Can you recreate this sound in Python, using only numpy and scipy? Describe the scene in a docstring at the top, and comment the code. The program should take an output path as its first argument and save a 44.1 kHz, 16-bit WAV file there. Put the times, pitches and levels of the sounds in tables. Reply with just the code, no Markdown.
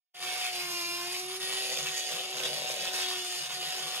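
"""An electric cast saw cuts along a plaster cast, close up in a small room.
Its blade swings back and forth very fast, so it hums and buzzes. It slows and sings as it bites
deep, then rides higher and chatters on the hollow shell, snagging now and then.
Its teeth grind plaster on every stroke, and the motor adds a thin whine."""
import sys
import numpy as np
from scipy import signal
from scipy.fft import rfft, irfft, next_fast_len
from scipy.io import wavfile
from scipy.ndimage import uniform_filter1d, map_coordinates

SR = 44100
rng = np.random.default_rng(int(sys.argv[2]) if len(sys.argv) > 2 else 0)


def store_pcm(level_fs):
    """Save levels as 16-bit WAV."""
    pcm = np.round(np.clip(level_fs, -1, 1) * 32767).astype(np.int16)
    wavfile.write(sys.argv[1], SR, np.atleast_2d(pcm).T)


N = 176400
FLUTTER_DB = .7  # size of the small random wavers in loudness

# Loudness of the blade's hum, and of the note an octave above: time_s, level_db
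HUM_LEVEL = [(0.2, -62), (0.24, -54), (0.42, -64), (0.57, -49.5), (1.48, -45.5), (2.04, -54.5), (2.52, -48),
             (2.55, -59), (3.18, -46.5), (3.41, -53), (3.46, -80), (3.6, -48.5), (3.72, -69), (3.77, -51.5),
             (4.0, -61)]
OCTAVE_LEVEL = [(.2, -50.5), (.3, -42.5), (.55, -46), (.75, -54), (1.15, -49.5), (1.4, -54.5), (1.9, -49),
                (2.3, -50.5), (2.7, -49.5), (3, -45), (3.2, -51), (3.5, -50.5), (3.65, -47), (4, -49)]
# Loudness of the buzz in a deep cut and in a shallow one: time_s, level_db
DEEP_LEVEL = [(.45, -58), (.6, -40), (.75, -37.5), (.95, -38.2), (1.15, -43.5), (1.35, -53), (1.6, -66)]
SHALLOW_LEVEL = [(.2, -48), (.5, -45), (.8, -64), (1.2, -51), (1.55, -42), (1.95, -43), (2.25, -47.5),
                 (2.5, -43), (2.75, -47), (3.03, -39.5), (3.25, -47), (3.5, -46), (3.68, -45), (4, -49)]
# Tone of those two buzzes: pitch_hz, level_db
DEEP_TONE = [(1040, -1), (1400, -4.5), (1750, -2.5), (2080, -3), (2420, 2), (2790, 6), (3100, -1.5),
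             (3700, -3), (4200, 2), (5100, 1), (5900, -6), (7400, -11.5), (8000, -14), (9000, -11),
             (11000, -10), (12400, -9), (15000, -27)]
SHALLOW_TONE = [(1100, -18), (1470, -8), (1850, -2), (2200, -5.5), (2600, -.5), (2950, 1), (3700, 3),
                (4050, -12), (4500, 4), (5500, -11), (6700, -28), (7800, -15), (9800, -24), (13000, -16),
                (15000, -40)]
def blade(strokes, speed_hz, rattle):
    """The swinging blade hums, with a clean buzz when deep and a rattling one when shallow."""
    hum_gain = amp(curve(HUM_LEVEL) - 0.5 + FLUTTER_DB * wobble(21.9))
    hum = hum_gain * np.sin(2 * np.pi * strokes + 0.34 * wobble(40))
    octave_gain = amp(curve(OCTAVE_LEVEL) + 2 * FLUTTER_DB * wobble(25.25))
    octave = octave_gain * np.sin(4 * np.pi * strokes + 0.38 * wobble(40))
    clean = buzz(strokes, speed_hz, DEEP_TONE, flutter_db=2.1, smear=.1, drift_hz=60)
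    rough = buzz(strokes, speed_hz, SHALLOW_TONE, flutter_db=2, smear=.16, drift_hz=55)
    deep = amp(curve(DEEP_LEVEL)) * clean
    shallow = amp(curve(SHALLOW_LEVEL)) * hand_pressure() * rattle * rough
    return np.sqrt(2) * (hum + octave) + deep + shallow


def buzz(strokes, speed_hz, tone, flutter_db, smear, drift_hz):
    """Notes at whole multiples of the stroke rate, each fluttering as the contact shifts."""
    out = np.zeros(N)
    for k in np.arange(3, 42):
        drift = rng.uniform(0, 2 * np.pi) + smear * np.sqrt(k) * wobble(drift_hz)
        gain = amp(along(tone, k * speed_hz) + flutter_db * wobble(30.07))
        out += gain * np.sin(2 * np.pi * k * strokes + drift)
    return unit(out)


# Loudness of the grinding, a bright scrape and a higher hiss: time_s, level_db
GRIT_LEVEL = [(0.2, -45), (0.25, -40), (0.7, -39.5), (1.1, -42), (1.17, -38.5), (1.26, -46.5),
              (1.34, -41.5), (1.5, -41), (2.05, -42), (2.45, -40.5), (2.8, -42), (3, -39), (3.2, -42),
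              (3.33, -41.5), (3.55, -42), (4, -40.5)]
SCRAPE_LEVEL = [(.2, -81), (1.2, -60), (1.55, -50.5), (2, -43), (2.2, -50.5), (3.1, -51.5), (3.35, -47.5),
                (3.6, -54), (4, -55)]
HISS_LEVEL = [(.2, -53.5), (.45, -48), (.65, -60), (1.1, -53.5), (1.3, -46.5), (1.6, -47.5), (1.8, -60),
              (2.5, -56), (3.3, -94), (4, -70)]
# Tone of the same three: pitch_hz, level_db
GRIT_TONE = [(60, -47), (280, -15), (500, -9.5), (900, -1.5), (1300, -2.5), (2000, -2), (3000, -2.5),
             (4200, 1.5), (5000, 5.5), (5800, -2), (6700, -0.5), (7700, -5.5), (8800, -6), (9800, 1),
             (10700, -8.5), (13200, -10), (14200, -23.5), (15500, -33)]
SCRAPE_BAND = [(2000, -51), (5600, -12), (6300, 0.5), (6950, 2), (7500, -11), (15000, -33)]
HISS_BAND = [(3000, -54), (9000, -19), (9550, 6.5), (10100, 2), (10600, -11), (15000, -36)]
def grinding(strokes):
    """Teeth crush plaster on each swing, more weakly on the way back."""
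    beats = np.arange(1600)
    push = bursts(strokes, jitter(beats, 0.068), scatter_db=4.5, decay_s=0.00029)
    back = bursts(strokes, jitter(beats + .5, 0.2), scatter_db=7.0, decay_s=0.00027)
    crumbs = (0.4 + push + .5 * back) * rng.standard_normal((3, N))
    quieter_db = 2.5 * share_of_peak(DEEP_LEVEL)  # a deep cut sings more and grinds less
    grit = amp(curve(GRIT_LEVEL) + .5 - quieter_db) * ring(crumbs[0], GRIT_TONE)
    scrape = amp(curve(SCRAPE_LEVEL)) * ring(crumbs[1], SCRAPE_BAND)
    hiss = amp(curve(HISS_LEVEL)) * ring(crumbs[2], HISS_BAND)
    return amp(FLUTTER_DB * wobble(40)) * (grit + scrape + hiss)


def catches(strokes):
    """The blade catches the shell in runs of every second or every third stroke."""
    gaps = np.where(uniform_filter1d(rng.standard_normal(900), 12) > .15, 2, 3)
    return bursts(strokes, jitter(np.cumsum(gaps), .07), scatter_db=2.0, decay_s=0.00055)


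# Loudness of the blade's rasp: time_s, level_db
RASP_LEVEL = [(.2, -44.5), (.27, -38.5), (.46, -38.5), (.7, -45), (1.05, -45.5), (1.16, -41), (1.26, -46),
              (1.42, -43.5), (1.6, -38.5), (1.8, -39.5), (1.95, -44), (2.11, -39), (2.4, -40), (2.7, -39.5),
              (3.03, -41.5), (3.4, -42.5), (3.8, -44.5), (4, -39)]
# Tone of the rasp: pitch_hz, level_db
RASP_TONE = [(600, -39), (1900, -15), (2250, -8.5), (2600, 3.5), (3150, 1.5), (3700, 1), (4100, -6.5),
             (6500, -18), (10000, -23), (15000, -26)]
# How much of the rasp rings at a lower pitch: time_s, share
LOW_SHARE = [(.6, 0.59), (1.6, 0.0032)]
def rasp(rattle):
    """The rattling blade rasps, ringing low at first and higher as it leaves the deep cut."""
    share = curve(LOW_SHARE)
    scrapes = rattle * rng.standard_normal((2, N))
    high = np.sqrt(1 - share) * ring(scrapes[0], RASP_TONE)
    low = np.sqrt(share) * ring(scrapes[1], RASP_TONE, pitch_ratio=0.858)
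    return amp(curve(RASP_LEVEL) - 2.0 + FLUTTER_DB * wobble(35.25)) * (high + low)


# Loudness of the blade chattering on the shell: time_s, level_db
CHATTER_LEVEL = [(.2, -60), (.48, -56), (.66, -74), (1.35, -69), (1.52, -54), (1.75, -50), (1.87, -56),
                 (2.03, -56), (2.12, -50), (2.28, -52), (2.44, -46.5), (2.6, -49), (2.8, -51),
                 (3.02, -54.5), (3.3, -68.5), (3.55, -57), (4, -52)]
# Tone of the shell's knock: pitch_hz, level_db
SHELL_TONE = [(40, -26), (95, -24), (125, -14.5), (220, -9), (300, -12), (420, -3), (520, 6), (630, 1.5),
              (780, -0.5), (1000, -18.5), (1500, -19), (3000, -14), (8000, -52)]
def chatter(jolts):
    """Each catch of the blade knocks on the hollow shell."""
    blows = np.zeros(N)
    peaks = signal.find_peaks(jolts, height=.1)[0]
    blows[peaks] = jolts[peaks]
    scuffs = 1.04 * jolts * rng.standard_normal(N)
    return amp(curve(CHATTER_LEVEL) + 2.5) * ring(unit(blows) + scuffs, SHELL_TONE)


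# Moments when the blade snags in the plaster: middle_s, half_length_s, level_db, pitch_ratio
SNAG_MOMENTS = [(1.155, .012, -42, .85), (1.877, 0.01, -36.5, .76), (2.457, 0.019, -35, 1),
                (2.872, .011, -36.5, .95), (3.029, .011, -33.5, 0.914), (3.623, 0.0076, -41, 0.79)]
# Tone of the snagged blade: pitch_hz, level_db
SNAG_RING = [(1500, -25.5), (3000, -4.5), (3700, 1.5), (4300, -13), (12000, -30)]
def snags(strokes):
    """A snagged blade clacks on every second stroke and rings at a pitch set by its grip."""
    clacks = bursts(strokes, jitter(np.arange(0, 1600, 2), .1), scatter_db=2, decay_s=0.00042)
    out = np.zeros(N)
    for middle_s, half_length_s, level_db, pitch_ratio in SNAG_MOMENTS:
        crunch = (0.37 + clacks) * rng.standard_normal(N)
        out += amp(level_db) * hump(middle_s, half_length_s) * ring(crunch, SNAG_RING, pitch_ratio)
    return out


# Moments when the hand eases off: middle_s, half_length_s, dip_db
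HAND_LIFTS = [(0.509, 0.013, -4), (1.389, 0.0099, -9), (2.28, 0.034, -5), (2.91, 0.012, -4.5),
              (3.485, 0.008, -4.5), (3.577, 0.016, -3)]
def hand_pressure():
    """A volume control for the cutting: it dips whenever the hand eases off."""
    return amp(sum(dip_db * hump(middle_s, half_s) for middle_s, half_s, dip_db in HAND_LIFTS))


# Loudness of the motor's whine: time_s, level_db
WHINE_LEVEL = [(.2, -81), (1.2, -64), (1.9, -56), (2.7, -65), (3.05, -54.5), (3.35, -51.5), (3.52, -57.5),
               (3.65, -61)]
# Pitch of each note in the whine: multiple_of_stroke_rate
WHINE_MULTIPLES = [8, 14, 15, 24]
# Strength of each of those notes: level_db
WHINE_STRENGTHS = [0, -2, -3, -1.5]
def motor(strokes):
    """Thin, high notes that rise and fall with the speed of the shaft."""
    notes = np.zeros(N)
    for k, level_db in zip(WHINE_MULTIPLES, WHINE_STRENGTHS):
        gain = amp(level_db + FLUTTER_DB * wobble(28))
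        notes += gain * np.sin(2 * np.pi * k * strokes + .5 * wobble(50))
    return np.sqrt(2) * amp(curve(WHINE_LEVEL)) * notes


# Loudness of the cast's rumble: time_s, level_db
RUMBLE_LEVEL = [(0.2, -70), (0.28, -62), (0.4, -100), (0.59, -63), (1.7, -68.5), (1.82, -53.5), (2.08, -86),
                (2.13, -56.5), (2.32, -77), (2.37, -58), (2.72, -59), (2.74, -67), (3.37, -71),
                (3.43, -59.5), (3.98, -66), (4.0, -70)]
# Tone of the rumble: pitch_hz, level_db
RUMBLE_TONE = [(20, -13), (55, -20), (95, -16), (122, -10.5), (148, 10), (175, -2.5), (215, -8), (270, -32),
               (600, -45), (3000, -79)]
def rumble():
    """The hollow cast gives a low, uneven rumble."""
    gain = amp(curve(RUMBLE_LEVEL) - 1.0 + 2.0 * wobble(24))
    return gain * ring(rng.standard_normal(N), RUMBLE_TONE)


# How long the room's echo takes to fade by 60 dB: pitch_hz, fade_s
ECHO_FADE = [(150, 0.15), (2000, 0.11), (12000, 0.093)]
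# Strength of the echo: pitch_hz, level_db
ECHO_TONE = [(150, -14), (720, -11), (1100, -2.5), (4000, -3), (12000, -2)]
def room(x):
    """A short echo on each side that keeps changing as saw and hands move."""
    hz, time_s, noise = signal.stft(rng.standard_normal((4, 2, SR // 4)), SR, nperseg=256)
    fade = amp(-60 * time_s / along(ECHO_FADE, hz)[:, None])
    tails = signal.istft(noise * fade, SR, nperseg=256)[1]
    tails /= np.linalg.norm(tails[0, 0])
    echoes = signal.fftconvolve(x[None, None], tails, axes=2)[..., :N]
    shares = np.array([wobble(9) for tail in tails])  # a drifting blend of four echoes
    shares /= np.linalg.norm(shares, axis=0)
    blend = np.sum(echoes * shares[:, None], axis=0)
    return filtered(blend, lambda hz: amp(along(ECHO_TONE, hz)))


def amp(db):
    """Turn decibels into a number to multiply by."""
    return 10 ** (np.asarray(db) / 20)


def unit(x):
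    """Scale a sound to an average power of 1."""
    return x / np.sqrt(np.mean(x ** 2) + 1e-20)


def along(rows, hz):
    """Look up a pitch between (pitch_hz, value) rows, on a log scale."""
    pitches, values = np.transpose(rows)
    return np.interp(np.log(hz + 1), np.log(pitches + 1), values)


def curve(rows):
    """Join (time_s, value) rows with straight lines, one value per sample."""
    return np.interp(np.arange(N) / SR, *np.transpose(rows))


def share_of_peak(rows):
    """A loudness table as a curve that is 1 at its loudest."""
    return amp(curve(rows) - np.max(curve(rows)))


def hump(middle_s, half_length_s):
    """A smooth rise to 1 and fall back."""
    return np.exp(-((np.arange(N) / SR - middle_s) / half_length_s) ** 2 / 2)


def wobble(rate_hz):
    """A smooth curve through rate_hz random points a second."""
    points = rng.standard_normal(int(N * rate_hz / SR) + 4)
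    coarse = np.arange(0, N, 16)
    smooth = map_coordinates(points, [coarse * rate_hz / SR], mode="nearest")
    return np.interp(np.arange(N), coarse, smooth)


def jitter(beats, spread):
    """Make each beat a little early or late."""
    return beats + spread * rng.standard_normal(len(beats))


def bursts(strokes, beats, scatter_db, decay_s):
    """A short swell of random size each time the stroke count reaches a beat."""
    starts = np.searchsorted(strokes, beats[(beats > 0) & (beats < strokes[-1])])
    sizes = amp(scatter_db * np.clip(rng.standard_normal(len(starts)), -2, 2))
    age = np.arange(SR // 20) / SR / decay_s
    swell = age ** 4 * np.exp(-age)
    return unit(signal.fftconvolve(np.bincount(starts, sizes, N), swell)[:N])


def filtered(x, response):
    """Multiply each pitch in x by response(hz)."""
    size = next_fast_len(N + SR // 2)
    return irfft(rfft(x, size) * response(np.fft.rfftfreq(size, 1 / SR)), size)[..., :N]


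def ring(x, tone, pitch_ratio=1):
    """Let x shake an object that rings with this tone; the result has power 1."""
    size = 8192
    tone_db = along(np.array(tone) * [pitch_ratio, 1], np.fft.rfftfreq(size, 1 / SR))
    folded = irfft(np.log(amp(tone_db)))
    folded[1:size // 2] *= 2  # fold in time, so the ringing comes only after each hit
    folded[size // 2 + 1:] = 0
    one_tap = irfft(np.exp(rfft(folded)))[:size // 2]
    return unit(signal.fftconvolve(x, one_tap)[:N])


# Blade strokes each second: time_s, speed_hz
BLADE_SPEED = [(.15, 362), (.33, 367), (.5, 365), (.65, 356), (.83, 344.5), (1, 349), (1.2, 365.5),
               (1.4, 374), (1.6, 380), (1.85, 374), (2.1, 369.5), (2.45, 374.5), (2.8, 371), (3.1, 367),
               (3.35, 360.5), (3.7, 370), (4, 372.5)]
# How the sound swells in: time_s, level_db
FADE_IN = [(.134, -58), (.146, -8), (.19, -2.5), (.24, 2.5)]
# How far the left side's wave runs ahead of the right's: pitch_hz, lead_radians
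LEFT_LEAD = [(0, 1.5), (1290, -0.5), (1550, -1.1), (1810, -1), (3360, -1.5), (3960, -2), (6800, -6),
             (7240, -5), (7670, -10.5), (9650, -15), (11200, -14.5), (11800, -18.5), (13200, -15.5),
             (15100, -32)]
# How much louder the left side is: pitch_hz, level_db
LEFT_BOOST = [(60, 4), (110, 1), (200, 4.5), (380, 0.5), (700, 3.5), (1290, 0), (2370, -1.5), (4380, 2.5),
              (8080, -3.5), (14900, -10.5)]
def scene():
    """One shaft speed drives the saw; the blade sits a little to the right, the motor straight ahead."""
    speed_hz = curve(BLADE_SPEED) + 0.3034 * wobble(14)
    strokes = np.cumsum(speed_hz) / SR  # strokes made so far
    jolts = catches(strokes)
    hardness = share_of_peak(CHATTER_LEVEL)
    rattle = (0.52 + 1.25 * hardness * jolts) / np.hypot(.45, 1.27 * hardness)
    swell = amp(curve(FADE_IN))
    tones = swell * blade(strokes, speed_hz, rattle)
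    whine = swell * motor(strokes)
    rubbing = grinding(strokes) + rasp(rattle) + chatter(jolts) + rumble()
    cutting = amp(-0.54) * swell * (hand_pressure() * rubbing + snags(strokes))
    sides = np.array([[.5], [-.5]])  # left, right
    direct = whine + filtered(tones + cutting, lambda hz: np.exp(1j * sides * along(LEFT_LEAD, hz)))
    echo = room(cutting + amp(-6.5) * (tones + whine))  # tones arrive more directly than grinding
    return filtered(amp(-1.96) * direct + echo, lambda hz: amp(sides * along(LEFT_BOOST, hz)))


TOP_HZ = 15530
def record(dry):
    """Cut away the very highest treble."""
    return filtered(dry, lambda hz: hz < TOP_HZ)


dry = scene()
out = record(dry)
store_pcm(out)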